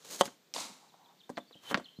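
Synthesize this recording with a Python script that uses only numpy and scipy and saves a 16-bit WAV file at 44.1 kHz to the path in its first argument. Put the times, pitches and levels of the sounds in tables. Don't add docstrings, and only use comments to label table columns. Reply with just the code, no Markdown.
import sys
import numpy as np
from scipy import signal
from scipy.fft import rfft, irfft, next_fast_len
from scipy.io import wavfile

SR = 44100
rng = np.random.default_rng(int(sys.argv[2]) if len(sys.argv) > 2 else 0)


def pcm_store(signal):
    levels = np.round(np.clip(np.atleast_2d(signal), -1, 1) * 32767)
    wavfile.write(sys.argv[1], SR, levels.astype(np.int16).T)


N = 88200
T = np.arange(N) / SR


def from_db(db):
    return 10 ** (np.asarray(db) / 20)


def unit_power(x):
    return x / np.sqrt(np.mean(x ** 2) + 1e-20)


def level(rows):
    times, db = np.transpose(rows)
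    outside_s = np.maximum(times[0] - T, 0) + np.maximum(T - times[-1], 0)
    return from_db(np.interp(T, times, db) - 110 * outside_s)


def colour(x, points):
    size = next_fast_len(2 * N)
    hz, db = np.transpose(points)
    grid_hz = np.maximum(np.arange(size // 2 + 1) * SR / size, 1)
    gain = from_db(np.interp(np.log(grid_hz), np.log(hz), db))
    fold = irfft(np.log(gain), size)
    fold[1:size // 2] *= 2
    fold[size // 2 + 1:] = 0
    return irfft(rfft(x, size) * np.exp(rfft(fold)), size)[:N]


def cut_treble(x, hz, order=1):
    return signal.sosfilt(signal.butter(order, hz, fs=SR, output="sos"), x + 1e-18)


def cut_bass(x, hz, order=2):
    return signal.sosfilt(signal.butter(order, hz, "high", fs=SR, output="sos"), x + 1e-18)


def band(x, low_hz, high_hz, order=2):
    return cut_treble(cut_bass(x, low_hz, order), high_hz, order=2)


def resonance(x, hz, width_hz):
    r = np.exp(-np.pi * width_hz / SR)
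    feedback = [1, -2 * r * np.cos(2 * np.pi * hz / SR), r * r]
    return signal.lfilter([1, 0, -1], feedback, x + 1e-18) * (1 - r * r) / 2


def focus(x, hz, width_hz):
    return resonance(resonance(x, hz, width_hz), hz, width_hz)


def smear(x, hz, width_hz):
    return x - 2 * resonance(x, hz, width_hz)


def delay(x, seconds):
    return np.interp(T - seconds, T, x, left=0)


def click(start):
    return 1. * (np.arange(N) == int(start * SR))


def burst(start, fade_s):
    fading = (T >= start) * from_db(-60 * np.maximum(T - start, 0) / fade_s)
    return unit_power(rng.standard_normal(N) * fading) / np.sqrt(N)


def ring(x, hz, fade_s):
    r = from_db(-60 / (fade_s * SR))
    feedback = [1, -2 * r * np.cos(2 * np.pi * hz / SR), r * r]
    return signal.lfilter([1, 0, -1], feedback, x / 2 + 1e-18)


def ring_tones(force, tones):
    return sum(from_db(db) * ring(force, hz, fade_s) for hz, db, fade_s in tones)


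def grains(per_s, spread_db, hiss):
    sizes = from_db(spread_db * np.minimum(rng.exponential(1, N), 4)) * rng.choice([-1, 1], N)
    clicks = sizes * (rng.random(N) < per_s / SR)
    return unit_power(unit_power(clicks) + hiss * rng.standard_normal(N))


# (frequency [Hz], level [dB])
AIR_COLOUR = [(15, -76), (25, -34.5), (75, -19.5), (160, 6), (500, 1.5), (895, -4.5), (2770, -7.5),
              (3630, -4), (5140, -8.5), (7300, -10), (9810, -20.5), (14300, -13), (15500, -18)]
def air():
    return from_db(-68) * unit_power(colour(rng.standard_normal(N), AIR_COLOUR))


# (pitch [Hz], width [Hz], strength [times])
FRICTION_PEAKS = [(4200, 300, 0.82), (6580, 500, 1), (7500, 436, 0.17)]
def friction():
    grit = grains(per_s=2900, spread_db=2.0, hiss=0.67)
    return grit + sum(gain * resonance(grit, hz, width) for hz, width, gain in FRICTION_PEAKS)


# (time [s], level [dB])
SWEEP_LEVEL = [(0, -63), (0.041, -60.5), (0.048, -51.5), (0.07, -53.5), (0.098, -51), (0.106, -45),
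               (0.15, -43.5), (0.18, -50.5), (0.208, -38), (0.228, -57.5), (0.259, -44), (0.286, -58),
               (0.34, -66.5), (0.42, -96)]
# (frequency [Hz], level [dB])
SWISH_COLOUR = [(59, -42.5), (110, -10), (205, 0), (333, -1), (447, 5.5), (825, -4), (956, -2),
                (2100, -5.5), (6390, -1), (15500, -11)]
def sweep(grit):
    swish = unit_power(colour(grit, SWISH_COLOUR))
    force, half_bright_force = level(SWEEP_LEVEL), from_db(-52.5)
    bright = force ** 2 / (force ** 2 + half_bright_force ** 2)
    return from_db(1) * force * (bright * swish + (1 - bright) * cut_treble(swish, hz=8000))


# (frequency [Hz], level [dB])
SCATTER_COLOUR = [(50, 14), (200, 9.5), (450, 0.5), (1200, -1), (4000, 2.5), (14000, -2)]
def yard_scatter(sound):
    echoes = colour(burst(start=0.014, fade_s=0.26), SCATTER_COLOUR)
    return from_db(-23) * signal.fftconvolve(sound, echoes)[:N]


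# (frequency [Hz], level [dB])
CRACK_COLOUR = [(30, -33.5), (105, -25), (180, -11.5), (300, -8.5), (560, 1.5), (1100, -3.5), (1700, -14),
                (2500, -28.5), (3100, -4.5), (4200, -23), (8500, -18.5), (10000, -38.5), (15000, -33.5)]
# (pitch [Hz], level [dB], fade [s])
BLADE_TONES = [(227.7, -16.5, 0.028), (382, -13, .04), (558.4, -0.5, 0.057), (727, -8, .045),
               (848, -11, 0.13), (1060, -3.5, 0.04), (1455, -13.5, .03), (1932, -6.5, .036),
               (3130, 0, 0.014), (3563, -20.5, 0.046), (6430, -5.5, 0.015), (8130, -16.5, 0.013)]
# (frequency [Hz], level [dB])
CONTACT_COLOUR = [(40, -36.5), (100, -28.5), (190, 1), (600, 0.5), (1500, -5.5), (2700, -9.5), (4200, -6),
                  (8000, -8.5), (15000, -29)]
SHOT_S, BOUNCE_GAP_S, BOUNCE_LOSS_DB = 0.2107, 0.00548, 6.5
def shot():
    hit = click(SHOT_S)
    touch = smear(hit, hz=5430, width_hz=3400)
    force = 0
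    for bounce in range(3):
        force += from_db(-BOUNCE_LOSS_DB * bounce) * delay(touch, bounce * BOUNCE_GAP_S)
        touch = cut_treble(touch, hz=7620)
    crack = from_db(20) * colour(force, CRACK_COLOUR)
    ringing = from_db(-21.5) * ring_tones(hit, BLADE_TONES)
    rattle = from_db(6) * colour(burst(SHOT_S, fade_s=0.029), CONTACT_COLOUR)
    return crack + ringing + rattle


def fence_echo(sound):
    return from_db(-27.5) * cut_treble(delay(sound, seconds=0.0252), hz=9000)


# (time [s], click [dB], bottom [Hz], top [Hz],
# ring [dB], rattle [dB], thud [dB], thud pitch [Hz])
PAD_HITS = [(0.256, -7, 1500, 12170, -74, -7.5, -39, 159), (0.277, -13, 1110, 1800, -48.5, -5, -37, 257),
            (1.2939, -4, 647, 1120, -49, -0.5, -46, 440), (1.2999, -1.5, 150, 446, -43.5, 0, -30.5, 264),
            (1.372, -6, 250, 3670, -60, -4, -36.5, 197), (1.3777, -1.5, 350, 2280, -56, -4, -31, 690),
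            (1.3836, -1.5, 200, 1080, -43.5, 0, -45, 302), (1.510, -30, 297, 1670, -69, -21, -48, 477),
            (1.5540, -23, 100, 504, -60, -14.5, -46, 173), (1.7122, -0.5, 250, 1330, -38, 0.5, -27.5, 448),
            (1.7196, -10, 201, 1420, -47, 1, -33, 340), (1.729, -2, 400, 1310, -44, -2, -32.5, 280),
            (1.7442, 12, 1110, 2940, -26, 11, -47, 190), (1.7478, 6.5, 770, 2410, -43, 8.5, -20.5, 214),
            (1.7743, -9.5, 300, 4960, -51, -5, -30, 646), (1.7790, -16, 150, 600, -53, -2.5, -32.5, 250),
            (1.7980, -10, 300, 810, -45, -4, -41, 640), (1.9878, -22.5, 70, 178, -64.5, -36, -30.5, 174.5)]
# (pitch [Hz], level [dB], fade [s])
PAD_TONES = [(193.6, -5.5, 0.21), (252, -2.5, 0.13), (301, -4, 0.14), (570.5, -4, 0.12), (695, -7.5, 0.14),
             (898, -9.5, 0.045), (1053, -5, .06), (1127, -11, 0.11), (1425, 0, 0.032), (1572, 0.5, 0.04),
             (1865, -2, 0.038), (2080, -2, 0.047), (2335, -12.5, .045), (2650, -4, 0.027), (4250, -1, 0.03)]
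def knocks():
    contact = force = thuds = 0
    for start, click_db, low_hz, top_hz, ring_db, rattle_db, thud_db, thud_hz in PAD_HITS:
        hit = click(start)
        touch = from_db(click_db) * hit + from_db(rattle_db) * burst(start, fade_s=0.048)
        grit = from_db(-19) * (touch - cut_treble(touch, hz=4000))
        contact += band(touch, low_hz, top_hz) + grit
        force += from_db(ring_db) * band(hit, low_hz, top_hz, order=1)
        thud = ring(hit, thud_hz, fade_s=0.035)
        thuds += from_db(thud_db) * band(thud, low_hz=109, high_hz=1.68 * thud_hz, order=1)
    clack = colour(contact, CONTACT_COLOUR) + ring_tones(force, PAD_TONES)
    return smear(clack, hz=1890, width_hz=1070) + thuds


# (time [s], level [dB], pitch [Hz], fade [s])
TARP_HITS = [(0.539, -14, 5200, 0.012), (0.539, -21.5, 2850, 0.019), (0.5460, -27, 495, 0.04),
             (0.562, -11.5, 583, 0.016), (0.5631, -14, 3620, 0.025), (0.5819, -16.5, 555, 0.0098),
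             (0.599, -16, 6160, 0.068), (0.699, -31.5, 192, 0.064), (0.9395, -30, 680, 0.069)]
def tarp_slaps():
    slaps = 0
    for start, db, hz, fade_s in TARP_HITS:
        papery = focus(burst(start, fade_s), hz, width_hz=0.67 * hz)
        slaps += from_db(db) * unit_power(cut_bass(papery, 0.32 * hz)) / np.sqrt(N)
    return slaps


# (time [s], level [dB])
HISS_LEVEL = [(0.543, -44.5), (0.556, -41.5), (0.578, -42), (0.602, -39), (0.67, -47.5), (0.77, -60),
              (1.0, -77.5)]
FLAP_LEVEL = [(0.545, -50), (0.567, -44), (0.62, -46.5), (0.68, -52.5), (0.78, -64.5), (0.92, -79)]
# (frequency [Hz], level [dB])
CRINKLE_COLOUR = [(1180, -34), (2100, -5.5), (3260, -8), (3800, -1.5), (5130, -4), (7290, -3.5),
                  (14600, -21.5), (15500, -29)]
FLAP_COLOUR = [(53, -39), (90, -28.5), (256, -0.5), (386, -12.5), (552, -8.5), (707, -7.5), (905, -2),
               (1290, -6.5), (2400, -25), (3120, -25), (5280, -120)]
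TARP_S, CRINKLES_PER_S, DULLING_S = 0.539, 4400, 0.25
def tarp_rustle():
    crinkles = grains(CRINKLES_PER_S, spread_db=-0.5, hiss=0.62)
    hiss = unit_power(colour(crinkles, CRINKLE_COLOUR))
    bright = np.exp(-np.maximum(T - TARP_S, 0) / DULLING_S)
    hiss = bright * hiss + (1 - bright) * cut_treble(hiss, hz=6960)
    flap = unit_power(colour(grains(CRINKLES_PER_S, spread_db=0.5, hiss=0.61), FLAP_COLOUR))
    rustle = from_db(-0.5) * level(HISS_LEVEL) * hiss + from_db(-2) * level(FLAP_LEVEL) * flap
    return (T >= TARP_S) * rustle


# (time [s], level [dB])
FAR_RUSTLE_LEVEL = [(0.72, -85), (0.83, -62), (0.91, -73), (0.99, -66.5), (1.11, -64), (1.2, -86.5)]
def far_rustle():
    hollow = focus(rng.standard_normal(N), hz=845, width_hz=360)
    return level(FAR_RUSTLE_LEVEL) * unit_power(hollow)


def whistle(start, length, start_hz, end_hz):
    progress = np.clip((T - start) / length, 0, 1)
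    waver_hz = 55 * unit_power(cut_treble(rng.standard_normal(N), hz=250, order=2))
    flutter_db = 4 * unit_power(cut_treble(rng.standard_normal(N), hz=250, order=2))
    hz = end_hz + (start_hz - end_hz) * (1 - progress) ** 1.6 + waver_hz
    swell = np.abs(np.sin(np.pi * progress)) ** 1.17
    return from_db(flutter_db) * swell * np.sin(2 * np.pi * np.cumsum(hz) / SR)


# (time [s], fall from [Hz], fall to [Hz], fall [dB], tail pitch [Hz], tail [dB])
BIRD_CHIRPS = [(0.880, 4900, 3280, -68.5, 3830, -77), (1.037, 4800, 3070, -64, 3630, -69),
               (1.188, 4950, 2946, -60.5, 3580, -60.5), (1.355, 5065, 2970, -56.5, 3450, -59),
               (1.5172, 4825, 2720, -57, 3130, -58), (1.677, 4800, 2620, -50, 3070, -59),
               (1.838, 4800, 2654, -54, 3110, -54.5)]
FALL_S, TAIL_AFTER_S, TAIL_S, TAIL_RISE_HZ = 0.04, 0.041, 0.024, 180
def near_bird():
    song, half_rise = 0, TAIL_RISE_HZ / 2
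    for start, top_hz, low_hz, fall_db, tail_hz, tail_db in BIRD_CHIRPS:
        fall = whistle(start, FALL_S, top_hz, low_hz)
        tail = whistle(start + TAIL_AFTER_S, TAIL_S, tail_hz - half_rise, tail_hz + half_rise)
        song += from_db(fall_db) * fall + from_db(tail_db) * tail
    return song


def tree_scatter(song):
    return from_db(-6) * signal.fftconvolve(song, burst(start=0.0067, fade_s=0.64))[:N]


# (time [s], length [s], from [Hz], to [Hz], level [dB])
FAR_WHISTLES = [(1.465, 0.041, 4490, 4560, -67), (1.954, 0.042, 3890, 4280, -63.5)]
def far_bird():
    return sum(from_db(db) * whistle(start, length, from_hz, to_hz)
               for start, length, from_hz, to_hz, db in FAR_WHISTLES)


# (time [s], level [dB])
DRAG_LEVEL = [(1.61, -75), (1.636, -59.5), (1.66, -55.5), (1.685, -54), (1.708, -44.5), (1.718, -46.5),
              (1.735, -73), (1.85, -72.5)]
SQUEAL_LEVEL = [(1.638, -80), (1.655, -54.5), (1.71, -52), (1.73, -61)]
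# (frequency [Hz], level [dB])
SCRAPE_COLOUR = [(59, -44.5), (100, -14.5), (758, -12), (1110, -10.5), (2470, -14.5), (2990, -12.5),
                 (3320, -12.5), (4280, -18.5), (15500, -27)]
def drag(grit):
    scrape = unit_power(colour(grit, SCRAPE_COLOUR))
    squeal = unit_power(focus(rng.standard_normal(N), hz=3070, width_hz=93))
    return from_db(1.5) * level(DRAG_LEVEL) * scrape + level(SQUEAL_LEVEL) * squeal


def scene():
    crack, grit = shot(), friction()
    stick = sweep(grit) + crack + drag(grit) + knocks()
    yard = fence_echo(crack) + yard_scatter(stick) + air()
    tarp = tarp_slaps() + tarp_rustle() + far_rustle()
    birds = near_bird() + far_bird()
    return (stick + yard + tarp + birds + tree_scatter(birds))[None]


def record(dry):
    rounded = np.tanh(cut_bass(dry, hz=55))
    top_cut = signal.cheby1(12, 0.2, 15200, fs=SR, output="sos")
    return signal.sosfilt(top_cut, rounded)


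dry = scene()
out = record(dry)
pcm_store(out)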